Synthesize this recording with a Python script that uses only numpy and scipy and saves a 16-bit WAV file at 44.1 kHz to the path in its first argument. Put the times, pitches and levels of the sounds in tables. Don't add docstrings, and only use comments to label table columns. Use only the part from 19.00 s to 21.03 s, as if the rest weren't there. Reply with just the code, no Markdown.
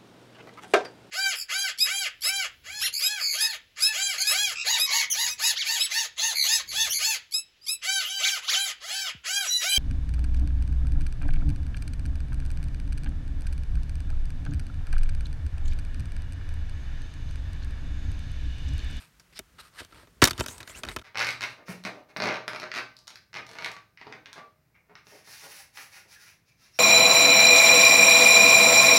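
import sys
import numpy as np
from scipy import signal
from scipy.fft import rfft, irfft
from scipy.io import wavfile

SR = 44100
rng = np.random.default_rng(int(sys.argv[2]) if len(sys.argv) > 2 else 0)


def persist_wave(psi):
    counts = np.round(np.clip(psi, -1, 1) * 32767).astype(np.int16)
    wavfile.write(sys.argv[1], SR, np.atleast_2d(counts).T)


N = 89346

SPOT_WIDTH_OCT = 0.14


def undb(db):
    return 10 ** (np.asarray(db) / 20)


def unit(x):
    return x / np.sqrt(np.mean(x ** 2))


def freqs(size):
    return np.maximum(np.arange(size // 2 + 1) * SR / size, 1)


def colour(points, f):
    hz, db = np.array(points).T
    return undb(np.interp(np.log(f), np.log(hz), db))


def peak(f, hz, width_oct):
    return 1 / (1 + (np.log2(f / hz) / width_oct) ** 2)


def shaped(x, gain):
    cepstrum = irfft(np.log(gain + 1e-9), len(x))
    cepstrum[1:len(x) // 2] *= 2
    cepstrum[len(x) // 2 + 1:] = 0
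    return irfft(rfft(x) * np.exp(rfft(cepstrum)), len(x))


def swell(top_s, rise_s, fall_s):
    t = np.arange(N) / SR - top_s
    return np.exp(-(t / np.where(t < 0, rise_s, fall_s)) ** 2)


def knocks(size=8192):
    # start in seconds, level in dB (crack and shell, as if
    # their energy filled 5 ms), contact brightness in Hz, crack ring in ms (at 3 kHz),
    # panel thump in dB relative to crack and shell, resonance favoured by the spot in Hz.
    contacts = [(0.197, -50, 5850, 5.7, -33, 4970), (0.3906, -33.5, 10600, 1.5, -16, 2250),
                (0.3953, -39, 1300, 0.48, -10, 373), (0.805, -41, 2540, 2.4, -2, 1520),
                (0.816, -43, 900, 2.4, -21, 490), (.848, -49, 12000, 0.87, -7, 4000),
                (0.924, -48.5, 1970, 2.1, -11, 1370), (1.031, -53, 1190, 2.5, 2, 590),
                (1.072, -53.5, 1000, 4, -7, 485), (1.2181, -13, 2400, 4.7, -14.5, 2780),
                (1.2227, -10, 2500, 2.4, -1, 960), (1.2296, -13, 2360, 6.8, -8.5, 1830),
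                (1.2405, -9.5, 13600, 1.04, -50, 5350), (1.252, -17, 9100, 4.4, -26, 3950),
                (1.2733, -20.5, 7040, 4, -37, 1170), (1.282, -28, 5070, 2, -8, 2350),
                (1.296, -38, 10000, 3.5, -16, 4700), (1.3083, -25, 6700, 2.4, -8.5, 3640),
                (1.3316, -38.5, 5500, 1.4, -2, 3500), (1.3785, -38, 6900, 1.3, -21, 3270),
                (1.383, -36.5, 3380, 7, -5, 1260), (1.393, -32.5, 2800, 4.7, 10.5, 400),
                (1.3982, -30, 7000, 2.5, 0.5, 5470), (1.407, -26.5, 6570, 0.87, -17, 2620),
                (1.4092, -24, 850, 1.33, -11, 895), (1.4384, -39, 4090, 6.1, -4, 880),
                (1.4614, -31.5, 6270, 1.7, -19, 5200), (1.483, -34, 6260, 4.4, -7.5, 3650),
                (1.5806, -44, 11700, 1.8, -30, 8050), (1.6036, -37.5, 4020, 5.3, -6.5, 1930),
                (1.6292, -41.5, 3700, 2.5, -14.5, 4100), (1.6757, -39.5, 4900, 2.8, -31, 1910),
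                (1.696, -41, 2940, 8.1, -7.5, 3400), (1.8341, -30.5, 3200, 1.9, -16, 3650),
                (1.8383, -34.5, 1500, 0.93, -25, 1430), (1.8497, -36.5, 3960, 2.4, -30, 1410),
                (1.866, -40.5, 2060, 15, 2.5, 413), (1.878, -42, 1990, 0.89, -19, 1500),
                (1.887, -31.5, 3740, 0.71, -36, 3730), (1.892, -36.5, 3500, 3.9, -4.5, 2120),
                (1.915, -41, 3000, 2.3, -19, 2130), (1.9627, -28, 3670, 2.3, -6.5, 1280),
                (1.9663, -37.5, 2500, 1.5, -4, 285), (1.9865, -44, 3500, 1.3, -16, 3660),
                (1.993, -43, 3370, 2.7, -6, 3550), (2.014, -46.5, 2030, 6.7, -1, 1330)]
    # frequency in Hz, level in dB, T60 in seconds.
    shell_modes = [(391, 0.5, 0.041), (641, 3, 0.031), (718, -3.5, 0.038), (908, 2.5, 0.013),
                   (1317, -7.5, 0.021), (1585, 8.5, 0.012), (1950, -6.5, 0.02), (2514, 3, 0.031),
                   (3043, 1.5, 0.049), (3725, 9, 0.026), (4470, 6.5, 0.019), (5670, 2.5, 0.019),
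                   (5400, -26, 0.015)]
    # frequency in Hz, level in dB, T60 in seconds.
    panel_modes = [(51, 1.5, 0.056), (92.7, 9.5, 0.045), (133, 4, 0.052), (243.4, -4.5, 0.1),
                   (352, -10, 0.09)]
    # frequency in Hz, gain in dB.
    crack_colour = [(60, -47.5), (170, -2), (300, 1.5), (520, 1), (800, -1), (1400, 5.5), (2300, 0),
                    (4000, -2.5), (6000, -0.5), (8000, -4), (12000, -6), (16000, -15)]
    shell_db, shell_scatter_db, panel_scatter_db = -6, 3.5, 1
    spot_db, contact_ms = 8.5, 0.35

    out, t, f = np.zeros(N + size), np.arange(size) / SR, freqs(size)
    energy_scale = np.sqrt(.005 * SR / size)
    for s, db, bright_hz, ring_ms, thump_db, spot_hz in contacts:
        body = unit(shaped(crack(t, ring_ms), colour(crack_colour, f)))
        body = body + undb(shell_db) * ring(shell_modes, t, shell_scatter_db)
        body = body * (1 - np.exp(-t * 10 ** 3 / contact_ms))
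        contact = np.hypot(1, f / 3500 * bright_hz / 9000) / np.hypot(1, f / bright_hz)
        contact = contact / np.hypot(1, f / 14000)
        spot = undb(spot_db * peak(f, spot_hz, SPOT_WIDTH_OCT))
        thump = undb(thump_db) * ring(panel_modes, t, panel_scatter_db)
        hit = unit(shaped(body, contact * spot)) + thump
        i = int(s * SR)
        out[i:i + size] += undb(db) * energy_scale * hit
    return out[:N]


def crack(t, ring_ms):
    hold, treble_damping = 1.14, 0.29
    tail_db, tail_s = -25, 0.0097
    f, out = freqs(len(t)), 0
    noise = np.exp(2j * np.pi * rng.random(len(f)))
    for hz in 125 * 2 ** np.arange(8):
        octave = np.cos(np.pi / 2 * np.clip(np.log2(f / hz), -1, 1)) ** 2
        band = irfft(noise * octave, len(t))
        life = ring_ms / 10 ** 3 * (3000 / hz) ** treble_damping
        decay = np.exp(-(t / life) ** hold / 2) + undb(tail_db) * np.exp(-t / tail_s)
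        out = out + np.sqrt(hz) * unit(band * decay)
    return out


def ring(modes, t, scatter_db):
    total = 0
    for k, (hz, db, t60) in enumerate(modes):
        gain = (-1) ** k * undb(db + scatter_db * rng.standard_normal())
        pitch_hz = hz * (1 + 0.012 * rng.standard_normal())
        total = total + gain * np.exp(-np.log(1000) * t / t60) * np.sin(2 * np.pi * pitch_hz * t)
    return unit(total)


def rubs():
    # peak in seconds, rise in seconds, fall in seconds, level in dB,
    # centre in Hz, half-width in octaves, resonance of the touched spot in Hz.
    strokes = [(.01, 0.074, 0.051, -53.5, 4400, 4.6, 2540), (0.33, 0.0035, 0.012, -55.5, 2980, 1.4, 2320),
               (0.376, 0.02, 0.01, -45, 3420, 1.1, 5200), (0.586, 0.0027, 0.021, -48, 2280, 1.6, 1300),
               (0.607, 0.0098, 0.0087, -44.5, 2840, 3.9, 3930), (0.667, 0.084, 0.025, -56, 2570, 3.3, 1250),
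               (0.776, 0.036, 0.042, -51.5, 2000, 2.9, 1170), (0.802, 0.02, 0.0093, -39, 2980, 1.7, 1700),
               (0.824, 0.022, 0.032, -52, 2800, 2.2, 3140), (0.988, 0.087, 0.058, -55, 1110, 2.55, 300),
               (1.35, 0.023, 0.1, -52.5, 1285, 2.6, 900), (1.499, 0.019, 0.13, -53, 1000, 3.1, 965),
               (1.71, 0.063, 0.1, -54.5, 1840, 8.5, 2070), (1.772, 0.027, 0.031, -50, 1880, 2.5, 1570),
               (1.911, 0.024, 0.029, -47, 1800, 2, 2170)]
    # frequency in Hz, gain in dB.
    sleeve_colour = [(100, -37), (350, 7.5), (700, 4.5), (1300, 8), (2000, 5.5), (3200, 2.5), (4500, 4),
                     (5400, 0.5), (6500, -6.5), (9300, 3.5), (10500, -7.5), (12000, 0), (16000, -25)]
    spot_db = 8
    f, out = freqs(N), 0
    for s, rise, fall, db, hz, width, spot_hz in strokes:
        spot = undb(spot_db * peak(f, spot_hz, SPOT_WIDTH_OCT))
        gain = colour(sleeve_colour, f) * peak(f, hz, width) * spot
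        out = out + undb(db) * swell(s, rise, fall) * unit(shaped(friction(), gain))
    return out


def friction():
    grain_db = 3
    slips = grain_db * np.repeat(rng.standard_normal(N // 32 + 1), 32)[:N]
    return rng.standard_normal(N) * undb(slips)


def slides():
    # peak in seconds, rise in seconds, fall in seconds, level in dB,
    # whistle pitch at the peak in Hz, glide in octaves per second.
    passes = [(1.432, 0.016, 0.0096, -46.5, 7850, 10.5), (1.478, 0.0044, 0.03, -45, 6460, -3.5),
              (1.504, .012, 0.033, -46, 6600, 1), (1.531, 0.033, 0.058, -52, 8100, 0.4),
              (1.7, 0.02, 0.023, -49.5, 7340, 3), (1.787, 0.031, .017, -46.5, 7820, 9.5),
              (1.925, 0.023, 0.026, -52.5, 8670, 0)]
    # frequency in Hz, gain in dB.
    hiss_colour = [(1000, -10), (4500, -13), (6500, -8.5), (9000, -3), (11000, -14.5), (13500, -12),
                   (16000, -21)]
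    whistle_width_hz = 440
    t, out = np.arange(N) / SR, 0
    for s, rise, fall, db, hz, glide in passes:
        glide_s = np.clip(t - s, -2 * rise, 2 * fall)
        tone = whistle(hz * 2 ** (glide * glide_s), whistle_width_hz)
        hiss = unit(shaped(friction(), colour(hiss_colour, freqs(N))))
        out = out + undb(db) * swell(s, rise, fall) * unit(tone + hiss)
    return out


def squeak():
    # time in seconds, pitch in Hz, level of the lower tone in dB.
    squeak_path = [(1.692, 1917, -66), (1.713, 2028, -56), (1.739, 2206, -66), (1.751, 2650, -45.5),
                   (1.766, 2990, -52), (1.783, 3580, -74)]
    width_hz, octave_db = 160, -12
    t = np.arange(N) / SR
    s, pitch, db = np.array(squeak_path).T
    hz = np.interp(t, s, pitch)
    tone = whistle(hz, width_hz) + undb(octave_db) * whistle(2 * hz, 2 * width_hz)
    sounding = (t > s[0]) * (t < s[-1])
    return undb(np.interp(t, s, db)) * sounding * tone


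def whistle(hz, width_hz):
    f = np.abs(np.fft.fftfreq(N, 1 / SR))
    slow = np.fft.ifft(np.exp(2j * np.pi * rng.random(N)) / (1 + (f / width_hz) ** 2))
    return unit(np.real(slow * np.exp(2j * np.pi * np.cumsum(hz) / SR)))


def rumble():
    # peak in seconds, half length in seconds, level in dB.
    shifts = [(0.323, 0.028, -62.5), (0.58, 0.096, -65), (0.98, 0.059, -57.5), (1.46, 0.27, -52.5),
              (1.777, 0.023, -48), (1.878, 0.051, -46.5), (1.98, 0.037, -49.5)]
    dull_colour = [(20, 6), (60, 15), (130, 5.5), (220, 4.0), (400, 1.0), (1500, -23), (8000, -93)]  # Hz, dB
    noise = unit(shaped(rng.standard_normal(N), colour(dull_colour, freqs(N))))
    return sum(undb(db) * swell(s, length, length) for s, length, db in shifts) * noise


def mirrored(x):
    delay_ms, echo_db, dull_hz = 3.07, -16.5, 2100
    f = freqs(N)
    echo = undb(echo_db) / np.hypot(1, f / dull_hz)
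    comb = 1 + echo * np.exp(-2j * np.pi * f * delay_ms / 10 ** 3)
    return irfft(rfft(x) * comb / np.hypot(1, echo), N)


def room(x):
    t60_s, tail_db, build_up_s, dull_hz = 0.24, -36, 0.011, 5000
    t = np.arange(N) / SR
    tail = shaped(rng.standard_normal(N), 1 / np.hypot(1, freqs(N) / dull_hz))
    tail = tail * np.exp(-np.log(1000) * t / t60_s) * np.minimum(t / build_up_s, 1) ** 2
    tail = unit(tail) / np.sqrt(N)
    return x + undb(tail_db) * signal.fftconvolve(x, tail)[:N]


def still_air():
    # frequency in Hz, spectral level in dB per Hz (relative).
    air_colour = [(18, -16), (30, -1), (109, -10), (174, -10), (215, -20), (384, -23), (760, -27),
                  (1460, -20.5), (2230, -25), (4650, -30), (5740, -30), (10200, -33.5), (16000, -37)]
    air_db = -62
    return undb(air_db) * unit(shaped(rng.standard_normal(N), colour(air_colour, freqs(N))))


def scene():
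    case = knocks() + rubs() + slides() + squeak()
    return (room(mirrored(case)) + rumble() + still_air())[None]


def record(dry):
    bass_cut = signal.butter(5, 43, "high", fs=SR, output="sos")
    top_cut = signal.ellip(8, .2, 80, 15800, fs=SR, output="sos")
    clipped = np.clip(signal.sosfilt(bass_cut, dry), -1, 1)
    return signal.sosfilt(top_cut, clipped)


dry = scene()
out = record(dry)
persist_wave(out)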